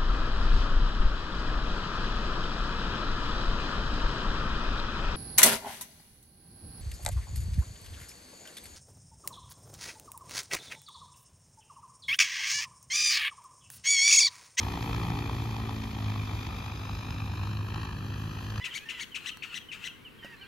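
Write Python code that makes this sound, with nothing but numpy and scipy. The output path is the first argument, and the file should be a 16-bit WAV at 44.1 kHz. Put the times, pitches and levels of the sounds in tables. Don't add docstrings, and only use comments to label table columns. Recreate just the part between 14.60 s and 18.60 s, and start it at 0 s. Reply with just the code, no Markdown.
import sys
import numpy as np
from scipy.fft import rfft, irfft, next_fast_len
from scipy.io import wavfile
from scipy.ndimage import map_coordinates

SR = 44100
rng = np.random.default_rng(int(sys.argv[2]) if len(sys.argv) > 2 else 0)


def int16_out(signal):
    q = np.round(np.clip(np.atleast_2d(signal).T, -1, 1) * 32767)
    wavfile.write(sys.argv[1], SR, q.astype(np.int16))


N = 176400

# (time [s], blade rate [Hz])
LEAD_SPEED = [(0.0, 56.08), (0.3, 58.0), (0.55, 57.41), (0.8, 55.82), (1.1, 54.85), (1.4, 53.11),
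              (1.65, 51.57), (1.9, 51.07), (2.1, 52.91), (2.3, 50.83), (2.55, 52.52), (2.85, 50.83),
              (3.05, 52.58), (3.2, 54.01), (3.45, 51.27), (3.7, 52.74), (4.0, 52.38)]
# (time [s], body [relative dB], overtones [relative dB])
THRUM_FADERS = [(0.0, -54, -38.5), (0.2, -37, -37), (0.5, -32.5, -33.5), (0.7, -34.5, -34), (1.1, -32, -38),
                (1.25, -39, -38), (1.48, -29.5, -40), (1.8, -35.5, -42.5), (2.05, -41, -45),
                (2.25, -34, -44), (2.5, -37.5, -43), (2.9, -31.5, -42.5), (3.2, -36.5, -43),
                (3.38, -36.5, -42), (3.55, -32.5, -44), (3.8, -41, -43.5), (4.0, -29.5, -39.5)]
# (harmonic [x blade rate], level [relative dB])
BODY_HARMONICS = [(1, -23), (2, 0)]
THIRD_HARMONIC = [(3, -8)]
TOP_HARMONICS = [(6, -14), (7, -19), (8, -20.5)]
# (time [s], fourth [relative dB], fifth [relative dB])
MIDDLE_FADERS = [(0, -4, -7), (.5, -22, -8), (1, -2.5, -7.5), (1.5, -1.5, -3.5), (2.1, -6.5, -7.5),
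                 (2.8, -4.5, -12), (3.3, -6.5, -6), (4, -1.5, -10)]
def lead_thrum():
    body_db, overtone_db = curves(THRUM_FADERS)
    fourth_db, fifth_db = curves(MIDDLE_FADERS)
    passes = blade_passes(LEAD_SPEED) - .15
    t = np.arange(N) / SR
    smear = .2 + .14 * t
    third = harmonics(passes, THIRD_HARMONIC, flutter_db=6, smear=smear, rate=13)
    fourth = amp(fourth_db) * harmonics(passes, [(4, 0)], flutter_db=1.5, smear=smear, rate=9)
    fifth = amp(fifth_db) * harmonics(passes, [(5, 0)], flutter_db=2.5, smear=smear, rate=12)
    top = harmonics(passes, TOP_HARMONICS, flutter_db=4, smear=1.47 * smear, rate=20)
    top *= amp(-t)
    body = harmonics(passes, BODY_HARMONICS, flutter_db=1.5, smear=.31, rate=20)
    return amp(body_db - 3) * body + amp(overtone_db - 4) * (third + fourth + fifth + top)


# (time [s], chop and rasp [relative dB], fizz [relative dB])
SWISH_FADERS = [(0.0, -40, -44), (0.35, -39, -43), (0.65, -40, -44), (0.85, -43.5, -44), (1.0, -40.5, -46),
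                (1.3, -46, -45), (1.5, -42, -44.5), (1.8, -42.5, -43.3), (1.95, -41.5, -45),
                (2.38, -45, -45.5), (2.52, -42, -46), (2.68, -43.5, -47.5), (2.85, -42.5, -45),
                (3.04, -45, -49.5), (3.18, -39.5, -45.5), (3.35, -44, -48), (3.8, -44.5, -46),
                (4.0, -42.5, -45.5)]
# (frequency [Hz], gain [dB])
CHOP_EQ = [(200, -17), (400, -0.5), (600, -4.5), (780, 5), (1300, 0), (1490, -11.5), (1700, -2.5),
           (1980, -3), (2130, -16.5), (2420, -0.5), (2650, -4.5), (2850, -18), (3100, -10), (3400, -14),
           (4100, -11.5), (6000, -37.5), (10000, -21.5), (16000, -68)]
FIZZ_EQ = [(600, -24), (1480, 0), (1700, 4.5), (1980, -2), (2130, -2), (2380, 4.5), (2620, 1.5), (2850, 0),
           (3080, 4), (3420, 1.5), (3950, 1.5), (4600, -5.5), (5100, 0), (5600, -11), (6200, -4),
           (8000, -24), (12000, -23.5), (16000, -68)]
def blade_swish():
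    chop_db, fizz_db = curves(SWISH_FADERS)
    passes = blade_passes(LEAD_SPEED)
    chop = stereo_noise(CHOP_EQ, strokes(passes, rise=.32, fall=.32, floor=.33, scatter_db=1.6))
    fizz = stereo_noise(FIZZ_EQ, strokes(passes, rise=.23, fall=.18, floor=1.1, scatter_db=3.5))
    rasp = blade_rasp(passes)
    return amp(chop_db - 5) * chop + amp(fizz_db - 4) * fizz + amp(chop_db - 6.3) * rasp


def blade_rasp(passes, eddies=7, spread_passes=.155, cutoff_hz=3600):
    spikes = np.zeros(N)
    for k, place in enumerate(np.linspace(-1.4, 1.4, eddies)):
        offset = spread_passes * (place + .4 * wobble(4))
        hits = np.diff(np.floor(passes + offset), prepend=0) > 0
        weight = (-1) ** k * np.exp(-place ** 2 / 2)
        spikes += weight * amp(2.1 * wobble(15)) * hits
    return unit(filtered(spikes, lambda hz: amp(along(CHOP_EQ, hz)) / np.hypot(1, (hz / cutoff_hz) ** 2)))


# (time [s], knock [relative dB], snap [relative dB])
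SLAP_CUES = [(0.069, -27.5, -48), (0.0845, -30, -49), (0.1405, -34, -59), (0.176, -26.5, -50),
             (0.2273, -34, -41), (0.332, -35, -38.5), (0.3477, -32, -38), (0.503, -37, -42),
             (0.5753, -31, -46), (0.5905, -33, -40), (0.6613, -31.5, -42), (0.6967, -30, -47),
             (0.9666, -29.5, -42), (1.0944, -27.5, -42), (1.3876, -35, -45), (1.503, -44, -50),
             (2.2957, -30, -58), (2.5072, -36, -41.5), (2.7393, -35, -53), (2.8727, -31, -48),
             (2.971, -43, -44.5), (3.088, -44, -46), (3.1453, -39, -41), (3.160, -30, -51),
             (3.179, -42, -50), (3.2325, -34, -44), (3.2504, -35, -48), (3.960, -35, -42),
             (3.980, -53, -39.5)]
# (frequency [Hz], gain [dB])
KNOCK_EQ = [(100, -4), (400, -14), (800, 18.5), (1200, 9.5), (1500, -7), (2600, -10), (5000, -9),
            (8000, -43)]
def blade_slaps(snap_s=.0025):
    t = np.arange(N) / SR
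    impulses, snap_gate = np.zeros((2, N))
    for time, knock_db, snap_db in SLAP_CUES:
        impulses[int(time * SR)] = -amp(knock_db + 15.5)
        snap_gate += amp(snap_db) * np.exp(-((t - time) / snap_s) ** 2)
    knocks = filtered(impulses, lambda hz: amp(along(KNOCK_EQ, hz)))
    return knocks + snap_gate * stereo_noise(FIZZ_EQ)


# (time [s], blade rate [Hz])
SECOND_SPEED = [(0, 51.6), (.7, 50.2), (1.2, 43), (1.8, 40.4), (2.6, 37), (3.2, 45), (4, 45.3)]
THIRD_SPEED = [(0, 32.74), (1, 32.16), (1.8, 35), (2.3, 43), (2.9, 43.83), (3.4, 34.19), (4, 31.77)]
# (harmonic [x blade rate], level [relative dB])
HUM_HARMONICS = [(2, -0.5), (3, -5.5), (4, -8), (5, -12), (6, -17.5), (7, -15), (8, -17.5)]
# (time [s], level [relative dB])
HUM_FADER = [(0, -40.5), (.6, -38), (1.2, -49.5), (1.9, -43), (2.6, -40), (3.2, -42), (4, -47.5)]
def slow_rotors():
    second = harmonics(blade_passes(SECOND_SPEED), HUM_HARMONICS, flutter_db=2.5, smear=.82, rate=7)
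    third = harmonics(blade_passes(THIRD_SPEED), HUM_HARMONICS, flutter_db=.5, smear=.35, rate=8.1)
    return amp(curves(HUM_FADER)[0]) * (amp(-2) * second + amp(-8) * third)


# (time [s], delay [ms], gain [x direct sound])
FIELD_BOUNCE = [(0, 0.93, 0.36), (.35, 0.89, 0.33), (.55, 0.88, 0.42), (1.4, 0.9, 0.29), (1.75, 0.87, 0.44),
                (2.5, 0.77, 0.33), (3, 0.713, 0.6), (3.4, 0.69, 0.67), (4, 0.67, 0.54)]
def field_reflection(direct):
    n = np.arange(N)
    delay_ms, gain = curves(FIELD_BOUNCE)
    bounce = np.array([np.interp(n - delay_ms * SR / 1000, n, channel) for channel in direct])
    return (direct + gain * bounce) / np.hypot(1, gain)


# (time [s], rumble [relative dB], hiss [relative dB])
AIR_FADERS = [(0.0, -38.5, -59), (0.4, -37.5, -60.5), (0.9, -39, -63), (1.3, -40.5, -63.5), (1.8, -40, -64),
              (2.6, -44, -66), (3.3, -43, -68), (3.7, -42.5, -65.5), (4.0, -41, -63.5)]
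# (frequency [Hz], gain [dB])
RUMBLE_EQ = [(20, -51), (30, -26), (38, -22), (46, 1), (70, 1), (100, -5), (135, -9.5), (220, -13.5),
             (350, -18), (500, -21.5), (1000, -31), (2000, -64)]
HISS_EQ = [(3000, -5), (6500, 1), (7500, 2), (9000, 4), (9900, 3), (10700, -1), (11800, 1), (13000, 0),
           (13900, 0), (14800, -9), (15700, -18)]
def downwash():
    rumble_db, hiss_db = curves(AIR_FADERS)
    hiss = amp(hiss_db + 3.5 + .9 * wobble(30.34)) * stereo_noise(HISS_EQ)
    rumble = amp(rumble_db + .35 + .38 * wobble(9.3)) * stereo_noise(RUMBLE_EQ)
    return rumble + hiss


# (frequency [Hz], level [dB])
WHINE_PARTIALS = [(9856, -87), (10147, -89), (11873, -87), (13782, -88)]
def motor_whine():
    t = np.arange(N) / SR
    return np.sqrt(2) * sum(amp(db + 2.6 * wobble(4.7)) * np.sin(2 * np.pi * hz * t + 1.4 * wobble(29))
                            for hz, db in WHINE_PARTIALS)


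def blade_passes(speed):
    return .13 + np.cumsum(curves(speed)[0]) / SR


def harmonics(passes, levels, flutter_db, smear, rate):
    tone = np.zeros(N)
    for order, db in levels:
        gain = amp(db + flutter_db * wobble(rate))
        tone -= gain * np.cos(2 * np.pi * order * passes + smear * wobble(rate))
    return np.sqrt(2) * tone


def strokes(passes, rise, fall, floor, scatter_db, jitter=.028):
    blade = np.round(passes).astype(int)
    size, late = rng.standard_normal((512, 2))[blade].T
    from_peak = passes - blade - jitter * late
    width = np.where(from_peak < 0, rise, fall)
    swell = np.exp(-np.abs(from_peak / width) ** 1.4)
    return floor + amp(scatter_db * size) * swell


# (frequency [Hz], left-right likeness [0 wide, 1 and above mono])
NOISE_IMAGE = [(50, 1.5), (300, 1.4), (450, 0.25), (600, 0.16), (850, 1), (1500, 0.2), (2500, 0.85),
               (3000, -0.08), (4000, 1), (6000, 0.24), (8500, 1.3), (11000, 3), (12500, 11.4)]
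def stereo_noise(eq, gate=1):
    def response(hz):
        width = np.arccos(np.clip(along(NOISE_IMAGE, hz), -1, 1)) / 2
        return amp(along(eq, hz)) * [np.cos(width), np.sin(width)]
    mid, side = filtered(gate * rng.standard_normal((2, N)), response)
    return unit(np.array([mid + side, mid - side]))


def amp(db):
    return 10 ** (np.asarray(db) / 20)


def unit(x):
    return x / np.sqrt(np.mean(x ** 2) + 1e-20)


def along(points, hz):
    freqs, values = np.transpose(points)
    return np.interp(np.log(hz + 1), np.log(freqs + 1), values)


def curves(rows):
    times, *columns = np.transpose(rows)
    return [np.interp(np.arange(N) / SR, times, column) for column in columns]


def wobble(rate):
    return map_coordinates(rng.standard_normal(1024), [np.arange(N) * rate / SR], mode="mirror")


def filtered(x, response):
    size = next_fast_len(N + 8192)
    return irfft(rfft(x, size) * response(np.fft.rfftfreq(size, 1 / SR)), size)[..., :N]


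def scene():
    rotors = lead_thrum() + slow_rotors()
    blades = field_reflection(blade_swish() + blade_slaps())
    return rotors + blades + downwash() + motor_whine()


# (frequency [Hz], left over right [dB])
PORT_BALANCE = [(100, 0), (300, .3), (500, 1), (660, 5.5), (900, 1.5), (1350, 5.5), (2000, -1), (2270, 5),
                (2600, -3), (3000, 3.5), (3300, -1), (3750, 4), (4150, -1), (5200, 3), (5800, -2),
                (7000, 3), (8000, 0)]
# (frequency [Hz], left lead [rad])
PORT_PHASE = [(40, .15), (120, .22), (400, .35), (600, 1.1), (720, -.1), (1350, 1.1), (1600, -.8),
              (2050, 1.5), (2250, -1.6), (2850, 1.4), (3100, -.3), (3450, 1.3), (4000, 0), (4400, .9),
              (4750, .1), (5150, 1), (5800, -1.5), (6800, -.3), (7700, -2.9), (9500, -3.3), (9900, -4.1),
              (11000, -4.7), (12500, -6.1)]
def record(dry, top_hz=15700):
    def ports(hz):
        split = np.array([[.5], [-.5]])
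        gain = amp(split * along(PORT_BALANCE, hz))
        phase = split * along(PORT_PHASE, hz)
        return gain * np.exp(1j * phase) * (hz < top_hz)
    return filtered(dry, ports)


dry = scene()
out = record(dry)
int16_out(out)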